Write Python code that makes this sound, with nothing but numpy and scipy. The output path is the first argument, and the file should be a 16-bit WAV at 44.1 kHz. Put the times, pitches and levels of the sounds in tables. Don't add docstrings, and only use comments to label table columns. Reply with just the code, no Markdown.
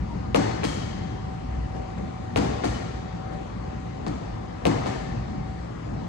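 import sys
import numpy as np
from scipy import signal
from scipy.fft import rfft, irfft, next_fast_len
from scipy.io import wavfile
from scipy.ndimage import uniform_filter1d, map_coordinates

SR = 44100
rng = np.random.default_rng(int(sys.argv[2]) if len(sys.argv) > 2 else 0)


def log_audio(samples):
    frames = np.atleast_2d(samples).T
    limited = np.clip(frames, -1, 1)
    pcm = np.round(limited * 32767).astype(np.int16)
    wavfile.write(sys.argv[1], SR, pcm)


N = 268128


def amp(db):
    return 10 ** (np.asarray(db) / 20)


def unit(x):
    return x / np.sqrt(np.mean(x ** 2) + 1e-20)


def along(points, hz):
    f, v = np.transpose(points)
    return np.interp(np.log(hz + 1), np.log(f + 1), v)


def slope_db(hz, db_per_octave, from_hz):
    return db_per_octave * np.log2(np.maximum(hz, from_hz) / from_hz)


def resonance(hz, centre_hz, width_hz):
    return 1 / (1 + (2 * (hz - centre_hz) / width_hz) ** 2)


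def between(square, slanted, glancing):
    return square + (slanted - square) * glancing


def wobble(knots_per_s, size=N):
    knots = rng.standard_normal(int(size * knots_per_s / SR) + 4)
    return map_coordinates(knots, [np.arange(size) * knots_per_s / SR])


def patches(shape, bins, frames):
    field = uniform_filter1d(rng.standard_normal(shape), size=bins, axis=0)
    return unit(uniform_filter1d(field, size=frames, axis=1))


def filtered(x, response):
    size = next_fast_len(x.shape[-1] + 8192)
    spectrum = rfft(x, size) * response(np.fft.rfftfreq(size, 1 / SR))
    return irfft(spectrum, size)[..., :x.shape[-1]]


def add(track, start_s, sound):
    track[:, round(start_s * SR):][:, :sound.shape[1]] += sound


def flat(hz):
    return 1


# freq_hz, likeness (0-1)
LIKENESS = [(60, .99), (150, .93), (300, .72), (750, .6), (1000, .28), (1450, .12), (2000, .65), (2350, .2),
            (4000, .25), (7300, .15), (8400, .35), (9100, .8), (9600, .998), (11800, .998), (13500, .3)]
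# freq_hz, phase_rad
RIGHT_PHASE = [(30, -.05), (100, -.27), (200, -.83), (340, -1.63), (400, -2.25), (600, -3.47), (800, -3.9),
               (1250, -4.7), (1500, -2.5), (2000, -1.4), (3000, 1.55), (3600, 5.2), (5000, 8.5),
               (6200, 12.1), (7500, 15.7), (16000, 15.7)]
# freq_hz, level_db
LEFT_LEAN = [(100, .8), (200, 1.5), (300, 4), (450, 7.5), (750, 2.1), (1000, 5), (1300, 5), (1700, 11),
             (2200, 11), (3000, 7), (4500, 2.1), (5500, 4), (7000, 8), (8500, 2), (9500, 0)]


def spread(pair, gain, diffuse=True):
    def response(hz):
        alike = along(LIKENESS, hz) if diffuse else 1
        right = amp(-along(LEFT_LEAN, hz))
        shared = right * alike * np.exp(1j * along(RIGHT_PHASE, hz))
        own = right * np.sqrt(1 - alike ** 2)
        return gain(hz) * np.array([np.ones(len(hz)), shared, own])
    left, shared, own = filtered(pair[[0, 0, 1]], response)
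    return np.array([left, shared + own])


# freq_hz, density_db (dB per Hz)
AIR_COLOUR = [(13, -67), (24, -36), (36, -9), (55, -3.5), (87, -2.5), (130, -3.5), (200, -3.5), (350, -9),
              (600, -12.5), (1000, -15.5), (2000, -23.5), (4000, -36.5), (7000, -43), (11200, -53),
              (12000, -68.5), (16000, -77)]
# centre_hz, width_hz, level_db
DUCT_MODES = [(115, 30, -43), (172.6, 9.1, -45.5), (219.3, 85, -60.5)]
# time_s, level_db
HUM_LEVEL = [(0, -38), (1.2, -47), (1.55, -32.5), (1.85, -39), (2.1, -52.5), (2.75, -39.5), (3.3, -48),
             (4.5, -42.5), (5.4, -40.5), (6.08, -45)]
AIR_DB = -34
RUMBLE_SURGE_DB, RUMBLE_TOP_HZ = 1.5, 350


def ventilation():
    z = signal.stft(rng.standard_normal((2, N)), nperseg=512)[2]
    z = z * amp(1.5 * patches(z.shape[1:], bins=6, frames=14))
    pair = signal.istft(z, nperseg=512)[1][:, :N]
    air = amp(AIR_DB) * unit(spread(pair, lambda hz: amp(along(AIR_COLOUR, hz))))
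    low = filtered(air, lambda hz: 1 / (1 + (hz / RUMBLE_TOP_HZ) ** 4))
    surge = unit(amp(RUMBLE_SURGE_DB * wobble(7)))
    air = air + low * (surge - 1)
    for centre_hz, width_hz, level_db in DUCT_MODES:
        noise = rng.standard_normal((2, N))
        air = air + amp(level_db) * unit(spread(noise, lambda hz: resonance(hz, centre_hz, width_hz)))
    hum = unit(spread(rng.standard_normal((2, N)), lambda hz: resonance(hz, 59, 14)))
    hum_db = np.interp(np.arange(N) / SR, *np.transpose(HUM_LEVEL))
    return air + amp(hum_db) * hum


WHISTLE_HZ = 760.5
# time_s, offset_hz (above WHISTLE_HZ)
WHISTLE_DRIFT = [(0, 0.85), (.8, 1.7), (1.1, 0), (1.45, -1.43), (2.9, -0.96), (3.15, -0.2), (3.4, 0.2),
                 (3.65, 1.6), (4.8, 1.1), (5.05, 0.3), (5.3, -2), (5.45, 0.2), (5.75, 0.2), (6.08, 1.3)]
# offset_hz, left_db, right_db, phase_rad (right against left)
STANDING_WAVES = [(-0.6, -46.5, -44, 1.2), (0, -39.5, -47.5, 0.95), (0.92, -44, -42.5, 1.3),
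                  (1.3, -47.5, -46.5, 1.3)]
# time_s, depth_db, half_width_s (to 1/e of the depth)
WHISTLE_DIPS = [(.02, 9.5, 0.26), (.72, 12, 0.11), (3.53, 18, 0.09), (4.17, 14, 0.059), (4.65, 4, 0.096),
                (5.78, 19, 0.18)]


def whistle():
    t = np.arange(N) / SR
    drift_hz = np.interp(t, *np.transpose(WHISTLE_DRIFT))
    offset_hz, *columns = np.transpose(STANDING_WAVES)
    left_db, right_db, turn_rad = [np.interp(drift_hz, offset_hz, column) for column in columns]
    waver_db = 1.7 * wobble(5.8) + .7 * wobble(22)
    for time_s, depth_db, half_width_s in WHISTLE_DIPS:
        waver_db -= depth_db * np.exp(-((t - time_s) / half_width_s) ** 2)
    phase = 2 * np.pi * np.cumsum(WHISTLE_HZ + drift_hz + 0.86 * wobble(7)) / SR
    gain = np.sqrt(2) * amp(waver_db + np.array([left_db, right_db]))
    return gain * np.sin([phase, phase + turn_rad])


# start_s, length_s, pitch_hz, level_db
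SQUEAKS = [(0.079, 0.076, 937, -42.5)]


def squeak():
    track = np.zeros((2, N + SR))
    for start_s, length_s, pitch_hz, level_db in SQUEAKS:
        t = np.arange(round(length_s * SR)) / SR
        phase = 2 * np.pi * np.cumsum(pitch_hz + 12 * wobble(70)[:len(t)]) / SR
        tone = np.sqrt(2) * np.sin(np.pi * t / length_s) * np.sin(phase)
        add(track, start_s, amp(level_db) * tone * np.ones((2, 1)))
    return track[:, :N]


# freq_hz, density_db (dB per Hz)
CRACK_COLOUR = [(300, -17), (900, -5.5), (1400, 3), (2000, 5.5), (2700, 10), (3600, 1), (4400, -11),
                (7000, -18.5), (9500, -9.5), (16000, -9)]
# mean_hz, mean_db, t60_s
SLAP_MODES = [(519, 4.5, 0.022), (633, -4.5, 0.025), (970, -3.5, 0.0081), (1070, -14, 0.0045)]
# delay_s, square_db, glancing_db
WALL_ECHOES = [(.0065, -13, -6), (.0135, -4, -13), (.0172, -6, -3), (.026, -14, -11)]
# freq_hz, gain_db
WALL_RETURN = [(2000, -3), (3800, 0), (4500, 8), (5300, 3), (10000, 6)]


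def contact(crack_db, slap_db, soft_ms, tilt_db=0, colour=1, glancing=0, direct_db=0):
    t = np.arange(SR // 5) / SR
    lead = 128
    scrape = 0.5 * rng.standard_normal(len(t)) * (1 - np.exp(-1000 * t / .3))
    click = (t == 0) * 4
    burst = np.exp(-1000 * t / soft_ms) * (scrape - click)
    burst = filtered(np.roll(burst, lead),
                     lambda hz: amp(colour * along(CRACK_COLOUR, hz) + slope_db(hz, tilt_db, 1000)))
    burst = amp(crack_db) * burst / np.abs(burst).max()

    slap = np.zeros(len(t))
    for mean_hz, mean_db, t60_s in SLAP_MODES:
        decay = amp(mean_db + rng.normal(0, 1.5) - 60 * t / t60_s)
        slap += decay * np.sin(2 * np.pi * mean_hz * rng.normal(1, .03) * t)
    slap = -amp(slap_db) * np.roll(slap * (1 - np.exp(-t / .0008)), lead + 20)
    blow = filtered(burst, lambda hz: amp(slope_db(hz, direct_db, 1500))) + slap

    sideways = filtered(burst, lambda hz: amp(along(WALL_RETURN, hz))) + amp(-17.5) * slap
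    echoes = np.zeros((2, len(t)))
    for delay_s, square_db, glancing_db in WALL_ECHOES:
        echo_db = between(square_db, glancing_db, glancing) + rng.normal(0, 1.1, (2, 1))
        signs = [[1], [rng.choice([-1, 1])]]
        echoes += amp(echo_db) * np.roll(sideways, round(delay_s * SR)) * signs
    direct = spread(np.array([blow, blow]), flat, diffuse=False)
    return (direct + spread(echoes, flat))[:, lead - 48:]


# freq_hz, density_db (dB per Hz)
HALL_COLOUR = [(40, -38), (70, -20), (100, -16), (200, -14), (300, -12), (400, -10), (750, -11),
               (1000, -16), (2000, -21), (4000, -31), (7000, -33), (12000, -36), (16000, -38)]
# freq_hz, t60_s
HALL_DECAY = [(100, 3.4), (300, 1.42), (1000, 1.27), (3000, 1.89), (6000, 1.43), (9000, 0.79)]
# freq_hz, rise_s
HALL_BUILDUP = [(100, 0.0068), (300, 0.0023), (700, 0.0019), (3000, 0.0029), (8000, 0.0044)]
HALL_GAP_S = 0.0011
RIPPLE_DB, RIPPLE_HZ = 2, 35.01
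LUMPS_DB = 1.03


def hall(tilt_db, early_db, early_t60_s, ring_hz, ring_db):
    lead = 2048
    knots = rng.standard_normal(SR // 10)
    noise = filtered(rng.standard_normal((2, 2 * SR)),
                     lambda hz: amp(RIPPLE_DB * map_coordinates(knots, [hz / RIPPLE_HZ])))

    def colour(hz):
        ring = ring_db * resonance(hz, ring_hz, 0.058 * ring_hz)
        return amp(along(HALL_COLOUR, hz) + ring + slope_db(hz, tilt_db, 500))
    noise = unit(spread(noise, colour))

    hz, t, z = signal.stft(noise, SR, nperseg=256)
    t = np.maximum(t - lead / SR - HALL_GAP_S, 0)
    rise = (1 - np.exp(-t / along(HALL_BUILDUP, hz)[:, None])) ** 2
    late = amp(-60 * t / along(HALL_DECAY, hz)[:, None])
    early = amp(early_db - 60 * t / early_t60_s) * (hz > 400)[:, None]
    lumps = amp(LUMPS_DB * patches(z.shape[1:], bins=3, frames=6))
    return signal.istft(z * rise * (late + early) * lumps, SR, nperseg=256)[1][:, lead:]


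# start_s, crack_db, slap_db, hall_db
SHOE_TAPS = [(1.7468, -37.5, -31.5, -41), (1.97, -29, -41, -41), (3.3204, -30, -32.5, -42)]


def steps():
    track = np.zeros((2, N + 2 * SR))
    for start_s, crack_db, slap_db, hall_db in SHOE_TAPS:
        add(track, start_s, contact(crack_db, slap_db, soft_ms=1.3))
        answer = hall(tilt_db=-4.0, early_db=6.0, early_t60_s=0.12, ring_hz=6500, ring_db=8.0)
        add(track, start_s, amp(hall_db) * answer)
    return track[:, :N]


# mean_hz, mean_db, t60_s
CHAIN_LINKS = [(1790, -6.5, 0.047), (2230, -3, .1), (3025, 1, 0.15), (3460, -5, 0.14), (4080, -8.5, 0.055),
               (4550, -8, 0.07)]
RATTLE_S = .13


def chain():
    track = np.zeros((2, N + 2 * SR))
    t = np.arange(SR // 5) / SR
    for start_s, *_, chain_db in PUNCH_TABLE:
        for delay_s in rng.exponential(RATTLE_S, size=9):
            clink = np.zeros(len(t))
            for mean_hz, mean_db, t60_s in CHAIN_LINKS:
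                decay = amp(mean_db + rng.normal(0, 4.4) - 60 * t / t60_s)
                cycles = mean_hz * rng.normal(1, 0.0088) * t + rng.uniform()
                clink += decay * np.sin(2 * np.pi * cycles)
            clink *= amp(chain_db - 28 * delay_s) * (1 - np.exp(-t / 0.0047))
            clink = spread(np.array([clink, clink]), flat, diffuse=False)
            add(track, min(start_s + .015 + delay_s, N / SR), clink)
    return track[:, :N]


# mode_hz, mode_db, t60_s, rise_s
BAG_MODES = [(111, -1, 0.55, 0.06), (163.2, 3, 0.22, 0.025), (207.4, 0, 0.24, 0.018),
             (269.6, -5.5, 0.49, 0.0098), (297, 5.5, 0.25, 0.026), (343.2, -5, 0.25, 0.014),
             (372.6, -17.5, 0.19, 0.01), (468, -3, 0.19, 0.0042), (552, -9.5, 0.21, 0.012),
             (686, -2, 0.11, 0.0022), (899, -11.5, 0.15, 0.0054), (935, -17, 0.44, 0.059),
             (1102, -10.5, .12, 0.0051)]
WAVER = .012


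def thud(quick, linger, even, detune):
    t = np.arange(SR) / SR
    ring = np.zeros(SR)
    for mode_hz, mode_db, t60_s, rise_s in BAG_MODES:
        swell = (1 - np.exp(-t / (rise_s * quick))) ** 3
        wander = WAVER * np.cumsum(wobble(14, size=SR)) / SR
        level_db = between(mode_db, -1.7, even) + rng.normal(0, 1.2)
        decay = amp(level_db - 60 * t / (t60_s * linger))
        cycles = mode_hz * (rng.normal(1, detune) * t + wander) + rng.normal(0.49, 0.14)
        ring += decay * swell * np.sin(2 * np.pi * cycles)
    return spread(np.array([ring, ring]), flat, diffuse=False)


# start_s, strength_db, glancing (0-1), hall_tilt_db (per octave), hall_ring_hz, extra_thud_db,
# quick (share of the modes' rise time), extra_crack_db, extra_slap_db, direct_tilt_db (per octave), chain_db
PUNCH_TABLE = [(0.3455, -12.5, 0.02, -1.5, 4400, -1, 0.95, -0.5, 3.5, -0.2, -42),
               (0.6332, -22, 0.83, 1.5, 3180, 5.5, 0.89, 2.3, -1, -4, -51),
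               (2.3595, -13.5, 0.1, -1.5, 4500, -1.4, 0.95, -2.5, 0.5, -0.3, -44),
               (2.6366, -22, 0.7, 0.45, 1850, 2.7, 0.5, 1.2, 1.5, -6, -44),
               (4.065, -26, 0.3, -1.84, 3580, 0.5, 0.38, -2.4, 1.5, 1, -57),
               (4.653, -13.5, 0.05, -2, 2187, 0, 0.73, -3, -0.5, 2, -49),
               (4.8597, -23.5, 0.97, -0.9, 1780, -2, 0.33, -5, -6.5, 0.5, -48)]
FULL_BLOW_DB = -14
DULL_DB = 0.65
FLATTER_PER_DB = .12


def punches():
    track = np.zeros((2, N + 2 * SR))
    for (start_s, strength_db, glancing, hall_tilt_db, hall_ring_hz, extra_thud_db, quick,
         extra_crack_db, extra_slap_db, direct_tilt_db, _) in PUNCH_TABLE:
        crack_db = strength_db + between(14.5, 13.5, glancing) + extra_crack_db
        slap_db = strength_db + between(5, 6.5, glancing) + extra_slap_db
        thud_db = strength_db + between(0.04, 4, glancing) + extra_thud_db
        hall_db = strength_db + between(-9.5, -7, glancing)
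        soft_ms = between(0.2, 1.2, glancing)
        ring_db = between(1, 8.5, glancing)
        linger = between(1, 0.44, glancing)
        even = between(0.053, 0.32, glancing)
        detune = between(.013, 0.038, glancing)

        over_db = strength_db - FULL_BLOW_DB
        colour = np.clip(1.5 + FLATTER_PER_DB * over_db, 0, 1)
        add(track, start_s, contact(crack_db, slap_db, soft_ms, DULL_DB * over_db, colour,
                                    glancing, direct_tilt_db))
        add(track, start_s, amp(thud_db) * thud(quick, linger, even, detune))
        answer = hall(hall_tilt_db, early_db=5.5, early_t60_s=0.05, ring_hz=hall_ring_hz, ring_db=ring_db)
        add(track, start_s, amp(hall_db) * answer)
    return track[:, :N]


def scene():
    return ventilation() + whistle() + squeak() + steps() + chain() + punches()


# freq_hz, gain_db
TONE_COLOUR = [(22, -14), (45, 2.3), (1000, -1.06), (1250, -0.5), (1500, -3.5), (1800, -0.3), (2200, -1.5),
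               (2700, -3), (3050, -1.2), (3600, -0.5), (4600, 2), (5200, 0.5), (7000, 2.5), (8500, -1),
               (9500, -7), (10800, -6.5), (11700, -18.5), (12500, -42), (15000, -18.5)]
TOP_HZ = 15760


def record(dry):
    return filtered(dry, lambda hz: amp(along(TONE_COLOUR, hz)) * (hz < TOP_HZ))


dry = scene()
out = record(dry)
log_audio(out)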